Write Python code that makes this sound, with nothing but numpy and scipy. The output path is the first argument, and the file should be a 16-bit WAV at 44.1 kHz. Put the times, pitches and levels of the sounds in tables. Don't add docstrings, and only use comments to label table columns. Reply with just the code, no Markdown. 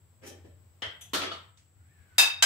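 import sys
import numpy as np
from scipy import signal
from scipy.fft import rfft, irfft, next_fast_len
from scipy.io import wavfile
from scipy.ndimage import uniform_filter1d

SR = 44100
rng = np.random.default_rng(int(sys.argv[2]) if len(sys.argv) > 2 else 0)


def master_out(mix):
    frames = np.transpose(np.atleast_2d(mix))
    ceiling = np.clip(frames, -1, 1)
    pcm = np.round(ceiling * 32767).astype(np.int16)
    wavfile.write(sys.argv[1], SR, pcm)


def gain_from_decibels(decibels):
    exponent = np.asarray(decibels, float) / 20
    return 10 ** exponent


N = 108133


def evened(x):
    return x / np.sqrt(np.mean(x ** 2) + 1e-20)


def read(points, hz):
    f, value = np.transpose(points)
    return np.interp(np.log(hz + 1), np.log(f + 1), value)


def curve(points, t):
    rows = np.transpose(points)
    return [np.interp(t, rows[0], column) for column in rows[1:]]


def add(mix, s, sound):
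    part = mix[:, round(s * SR):][:, :sound.shape[1]]
    part += sound[:, :part.shape[1]]


def coloured(x, points, size=4096):
    hz = abs(np.fft.fftfreq(size, 1 / SR))
    below = np.log((hz + 1) / points[0][0]).clip(-5, 0) * 2
    above = np.log((hz + 1) / points[-1][0]).clip(0, 5) * 4
    log_gain = np.log(gain_from_decibels(read(points, hz))) + below - above
    taps = np.fft.ifft(np.exp(np.conj(signal.hilbert(log_gain)))).real[:size // 2]
    return signal.oaconvolve(x, taps)[:len(x)]


def resonate(x, hz, width_hz):
    turn = np.exp(2j * np.pi * np.cumsum(hz * np.ones(len(x))) / SR)
    r = np.exp(-np.pi * width_hz / SR)
    return 2 * (turn * signal.lfilter([1 - r], [1, -r], x / turn)).real


EVEN_HZ = 90


def balanced(pair):
    size = 2 * pair.shape[-1]
    z = np.fft.fft(pair, size)
    power = abs(z.reshape(-1, size).mean(axis=0)) ** 2
    smooth = uniform_filter1d(power, int(EVEN_HZ * size / SR), mode="wrap")
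    log_gain = -.5 * np.log(smooth + 1e-9)
    return np.fft.ifft(z * np.exp(np.conj(signal.hilbert(log_gain)))).real[..., :size // 2]


# (frequency [Hz], correlation [0-1])
PORT_LIKENESS = [(60, 0.89), (200, 0.91), (500, 0.36), (1500, 0.068)]
# (frequency [Hz], level [dB])
LEFT_OVER_RIGHT = [(60, 3), (250, 1.5), (2000, 2.25)]


def ports(a, b):
    size = 2 * next_fast_len(len(a) // 2 + 1)
    hz, a_z, b_z = np.fft.rfftfreq(size, 1 / SR), rfft(a, size), rfft(b, size)
    likeness = np.clip(read(PORT_LIKENESS, hz), 0, 1)
    tilt = gain_from_decibels(read(LEFT_OVER_RIGHT, hz) / 2)
    right = likeness * a_z + np.sqrt(1 - likeness ** 2) * b_z
    return irfft([a_z * tilt, right / tilt], size)[:, :len(a)]


# (frequency [Hz], decay time t60 [s])
ROOM_DECAY = [(200, 0.35), (530, 0.36), (1400, 0.46), (3700, 0.35), (9000, 0.23), (15000, 0.22)]
BUILD_S, DIRECT_DB = .001, -20
EARLY_S, EARLY_DB = 0.0016, -6.5


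def room(x):
    size = SR // 2
    hz, t, z = signal.stft(rng.standard_normal((2, size)), SR, nperseg=256)
    decay = gain_from_decibels(-60 * t / read(ROOM_DECAY, hz)[:, None])
    tail = signal.istft(z * decay, SR, nperseg=256)[1][:, :size]
    since = np.arange(size) / SR
    tail = tail * (1 - np.exp(-since / BUILD_S))
    tail = tail * (1 + gain_from_decibels(EARLY_DB) * np.exp(-since / EARLY_S))
    tail = tail / np.linalg.norm(tail[0])
    tail[:, 0] += gain_from_decibels(DIRECT_DB)
    padded = np.pad(tail, ((0, 0), (256, 0)))
    return signal.fftconvolve(x[None], balanced(ports(*padded)[:, 256:]), axes=1)


# (frequency [Hz], spectral density [dB per Hz])
AIR_COLOUR = [(15, -46), (25, -54.5), (114, 1.5), (212, -10.5), (301, -12), (1650, -21.5), (6050, -30.5),
              (7920, -39), (16000, -25)]
AIR_DB = -68.5
# (time [s], level [dB])
STIR = [(0, 0.5), (.7, 2), (1.4, 2.5), (1.55, -3), (1.75, -0.5), (2.15, 2)]
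# (frequency [Hz], width [Hz], level [dB])
WHINES = [(7920, 87, -76.5), (7680, 420, -75.5), (13000, 47, -91), (15600, 40, -87)]
# (time [s], level [dB])
DRONE = [(0.0, -61), (0.13, -63), (0.47, -54.5), (0.8, -63.5), (0.88, -50), (0.93, -67), (1.18, -54),
         (1.75, -67.5), (1.77, -56.5), (1.9, -61), (1.93, -71), (2.01, -54), (2.07, -72), (2.09, -62.5),
         (2.25, -58), (2.3, -77), (2.37, -56.5), (2.45, -59)]
DRONE_HZ, DRONE_WIDTH_HZ = 89.4, 9


def kitchen():
    size = N + N % 2
    t = np.arange(size) / SR
    drone_db, = curve(DRONE, t)
    stir_db, = curve(STIR, t)
    pair = []
    for noise in rng.standard_normal((size, 2)).T:
        drone = resonate(resonate(noise, DRONE_HZ, DRONE_WIDTH_HZ), DRONE_HZ, 30)
        drone = drone / np.sqrt(uniform_filter1d(drone ** 2, 2500) + 1e-12)
        whine = 0
        for hz, width_hz, db in WHINES:
            whine = whine + gain_from_decibels(db) * evened(resonate(resonate(noise, hz, width_hz), hz, 3 * width_hz))
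        air = evened(coloured(noise[::-1], AIR_COLOUR, size=8192))
        pair.append(gain_from_decibels(AIR_DB + stir_db) * air + gain_from_decibels(drone_db + 1.24) * drone + whine)
    return ports(*pair)[:, :N]


# (time [s], level [dB], brightness [0-1])
SHIFT = [(.215, -54.5, 0.08), (.233, -41.5, 0.26), (.255, -47, 0.47), (.27, -43.5, 1), (.32, -124, 0),
         (.37, -62, 0.1), (.442, -97, 0), (.445, -53.5, 0.3), (.5, -85, 0.3), (.56, -92, 0.3)]
# (frequency [Hz], spectral density [dB per Hz])
DULL = [(110, -5), (180, -3.5), (350, 0.5), (520, -2.5), (800, -20.5), (1800, -11), (5000, -28)]
BRIGHT = [(88, -30), (150, -12), (453, -8.5), (1320, -29), (3040, -7.5), (4480, -13.5), (7000, -9),
          (15500, -22.5)]
# (frequency [Hz], width [Hz], level [dB])
HOLLOWS = [(350, 170, -6), (740, 200, -11), (1780, 250, -12), (2050, 150, -15), (2670, 200, -13),
           (3140, 200, -11), (5600, 1200, -15), (10800, 600, -20)]
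GRAINS_PER_S = 6800


def croutons():
    t = np.arange(0, .6, 1 / SR)
    level_db, bright = curve(SHIFT, t)
    hits = rng.random((len(t), 2)) < GRAINS_PER_S / SR
    ticks = gain_from_decibels(2.96 * rng.exponential(1, (len(t), 2))) * hits
    ticks = ticks * rng.choice([-1., 1.], ticks.shape)
    muffled, sliding = ticks.T
    mix = (1 - bright) * evened(coloured(muffled, DULL))
    mix = mix + bright ** 2 * evened(coloured(sliding, BRIGHT))
    for hz, width_hz, db in HOLLOWS:
        hollow = resonate(resonate(sliding, hz, width_hz), hz, 2 * width_hz)
        mix = mix + bright * gain_from_decibels(db) * evened(hollow)
    return room(gain_from_decibels(level_db) * (t > SHIFT[0][0]) * mix)


WAVER_DB, WAVER_HZ = 5, 34


def waver(t):
    hz = WAVER_HZ * rng.uniform(.3, 1.4, (2, 3, 1))
    turn = rng.random((2, 3, 1))
    return WAVER_DB * np.sin(2 * np.pi * (hz * t + turn)).sum(axis=1) / np.sqrt(3)


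FAR_SHARE = 0.61


def knock(thing, strength_db, contact_s, far_db, near_db):
    colour, modes = thing
    t = np.arange(SR // 2) / SR
    chatter = rng.standard_normal(len(t)) * gain_from_decibels(3.4 * rng.exponential(1, len(t)))
    chatter = chatter * np.exp(-t / contact_s)
    chatter[0] += np.linalg.norm(chatter) * 0.66
    crack = evened(coloured(balanced(chatter), colour))
    far, near = 0, 0
    for hz, db, t60 in modes:
        far = far + gain_from_decibels(db - 60 * t / (t60 * FAR_SHARE)) * np.sin(2 * np.pi * hz * t)
        cycles = hz * t + rng.random() + np.array([[0], [.22]])
        near = near + gain_from_decibels(db + waver(t) - 60 * t / t60) * np.sin(2 * np.pi * cycles)
    sound = room(crack + gain_from_decibels(far_db) * evened(far))[:, :len(t)]
    near = ports(*(near * np.minimum(t / 0.0011, 1)))
    head = SR // 20
    sound = sound / sound[:, :head].std()
    near = near / near[:, :head].std()
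    return gain_from_decibels(strength_db) * (sound + gain_from_decibels(near_db) * near)


CUP = ([(88, -49), (150, -19), (486, -6), (1050, -12), (2060, -3), (2400, -16), (3090, -1), (3970, -15),
        (15000, -48)], [ (705, -16, .25), (1599, -10, .25), (2003, -6, .25), (3005, -10, .2),
        (3150, 0, .25), (3180, -3, .25), (3285, -8, .2), (3400, -13, .2), (5200, -14, .2)])
CUTLERY = ([(450, -40), (700, -8), (1200, -26), (3400, -2), (4500, -26), (5600, -20), (6800, -7),
            (15500, -26)], [ (3424, -5, .25), (6083, -3, .25), (6112, -1, .25), (7117, -6, .3),
            (7779, -8, .12), (7940, -9, .21), (9415, -7, .25), (10500, -7, .22), (11250, -5, .2),
            (11500, -5, .25), (14870, -11, .2)])
TRAY = ([(59, -45), (140, -9), (350, -3), (774, -10), (1300, -4), (2370, -12), (3390, -7), (15500, -28)],
         [ (325, -4, .2), (660, -10, .25), (1370, -2, .2), (3050, -1, .35), (3350, -1, .35), (3620, -4, .3),
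         (4264, -1, .35), (7704, -16, .15)])
REBOUND = ([(88, -27), (150, -7), (1310, -5.5), (2570, -12), (3030, -3.5), (12000, -35.5), (15600, -88),
            (22000, -120)], [(671, -1, 0.24), (1217, -1, 0.23), (1323, 7.5, 0.067), (2976, -3, 0.21),
            (3660, -3.5, 0.3), (4446, -2.5, 0.25)])
CRUMB = ([(2000, -14), (3600, -16.5), (8000, -14), (11000, -34)], [(3650, 0, 0.031)])
BOWL = ([(200, -30), (330, -19), (450, -24), (700, -11), (1150, -14), (3000, -10), (8000, -12),
         (16000, -23)], [ (700, -14, .3), (940, -13, .3), (1703, -10, .3), (1730, -10, .35), (2610, 0, .45),
         (2640, -1, .45), (2668, -2, .35), (2736, -10, .35), (3655, -8, .35), (3701, 2, .5),
         (4804, -6, .38), (4872, -8, .38), (4904, -4, .35), (5060, -5, .3)])
RIM = ([(250, -40), (500, -24), (800, -12), (3000, -9), (7500, -14), (16000, -30)], [ (680, -13, .2),
        (875, -16, .2), (1590, -3, .2), (3105, 0, .12), (3965, -3, .2), (4940, -7, .3), (6275, -6, .15),
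        (7400, -8, .15), (7820, -6, .2), (13360, -16, .1)])
SETTLE = ([(100, -24), (350, 1), (700, -7), (1370, -6), (3390, -6), (5000, -13.5), (9000, -25.5)],
           [(392, -8, 0.2), (1298, -1.5, 0.21), (3350, 0, 0.19)])
THUD = ([(120, -12), (200, 0.5), (350, 4.5), (600, 3), (900, -23), (2000, -25), (5000, -30)],
         [(356, 2, 0.1), (560, -18, 0.055)])
# (frequency [Hz], level [dB], decay time t60 [s])
SPOON = [(4037, -12, .2), (6207, -8, .25), (6290, -10, .15), (7585, -8, .14), (8228, -8, .2),
         (9792, -16, .2), (12120, -12, .15), (12610, -11, .18), (13570, -13, .16)]
# (time [s], strength [dB], contact [s], ring in the room [dB], ring heard straight [dB])
KNOCKS = [
    (0.8202, -34.5, 0.0041, -5, -15),
    (1.0105, -51, 0.00043, -6, -1.5),
    (1.1335, -28, 0.014, -5, -11.5),
    (1.316, -42.5, 0.011, -8, 0.5),
    (1.573, -65, 0.0005, -22, -8.5),
    (2.1819, -19, 0.0051, -6, 0.54),
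    (2.4243, -19.5, 0.0019, -8.5, -1.5),
    (1.215, -34, 0.017, -6.5, -16),
    (.303, -53, 0.0035, -18, -5),
    (.442, -56, 0.0033, -4, -29),
]


def knocks():
    mix = np.zeros((2, N))
    bowl_and_spoon = BOWL[0], BOWL[1] + SPOON
    things = [CUP, CUTLERY, TRAY, REBOUND, CRUMB, bowl_and_spoon, RIM, SETTLE, THUD, THUD]
    for thing, (s, *how) in zip(things, KNOCKS):
        add(mix, s, knock(thing, *how))
    return mix


# (time [s], peak level [dB])
TAPS = [(1.1392, -19), (1.1435, -22), (1.152, -24), (1.156, -23)]
# (frequency [Hz], spectral density [dB per Hz])
TAP_COLOUR = [(700, -20), (1500, -4), (3500, 0), (8000, -6), (15000, -14)]
TAP_DB = -3


def taps():
    x = np.zeros(SR // 2)
    for s, db in TAPS:
        x[round((s - TAPS[0][0]) * SR)] = gain_from_decibels(db + TAP_DB)
    x = coloured(x, TAP_COLOUR)
    x = x / abs(x).max() * gain_from_decibels(max(db for s, db in TAPS) + TAP_DB)
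    return x * gain_from_decibels([[1.2], [-1.2]]) + gain_from_decibels(-15.0) * room(x)[:, :len(x)]


# (time [s], level [dB], resonance [Hz])
SLIDE = [(1.72, -92.5, 1385), (1.82, -81.5, 1390), (1.92, -80, 1800), (2.01, -75.5, 1680),
         (2.07, -77.5, 1620), (2.12, -73.5, 1490), (2.17, -71, 1500)]
SLIDE_WIDTH_HZ, UPPER_RATIO, UPPER_DB = 70, 1.25, -5


def hand():
    t = np.arange(SLIDE[0][0], SLIDE[-1][0] + 0.0062, 1 / SR)
    level_db, hz = curve(SLIDE, t)
    rub = []
    for noise in rng.standard_normal((len(t), 2)).T:
        lower = evened(resonate(noise, hz, SLIDE_WIDTH_HZ))
        upper = evened(resonate(noise, hz * UPPER_RATIO, 440))
        rub.append(lower + gain_from_decibels(UPPER_DB) * upper)
    return gain_from_decibels(level_db + 5.5) * np.minimum((t - t[0]) / 0.047, 1) * ports(*rub)


def scene():
    mix = kitchen()
    add(mix, 0, croutons())
    add(mix, 0, knocks())
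    add(mix, TAPS[0][0], taps())
    add(mix, SLIDE[0][0], hand())
    return mix


EDGE_HZ, EDGE_DB = 15900, -55
CEILING = 1.3


def band_limit(x):
    return signal.sosfilt(signal.butter(12, 16580, fs=SR, output="sos"), x)


def record(dry):
    size = 2 ** 18
    hz = np.fft.rfftfreq(size, 1 / SR)
    edge = gain_from_decibels(EDGE_DB / (1 + np.exp((EDGE_HZ - hz) / 100)))
    mic = irfft(rfft(dry, size) * edge)[:, :N]
    return band_limit(CEILING * np.tanh(mic / CEILING))


dry = scene()
out = record(dry)
master_out(out)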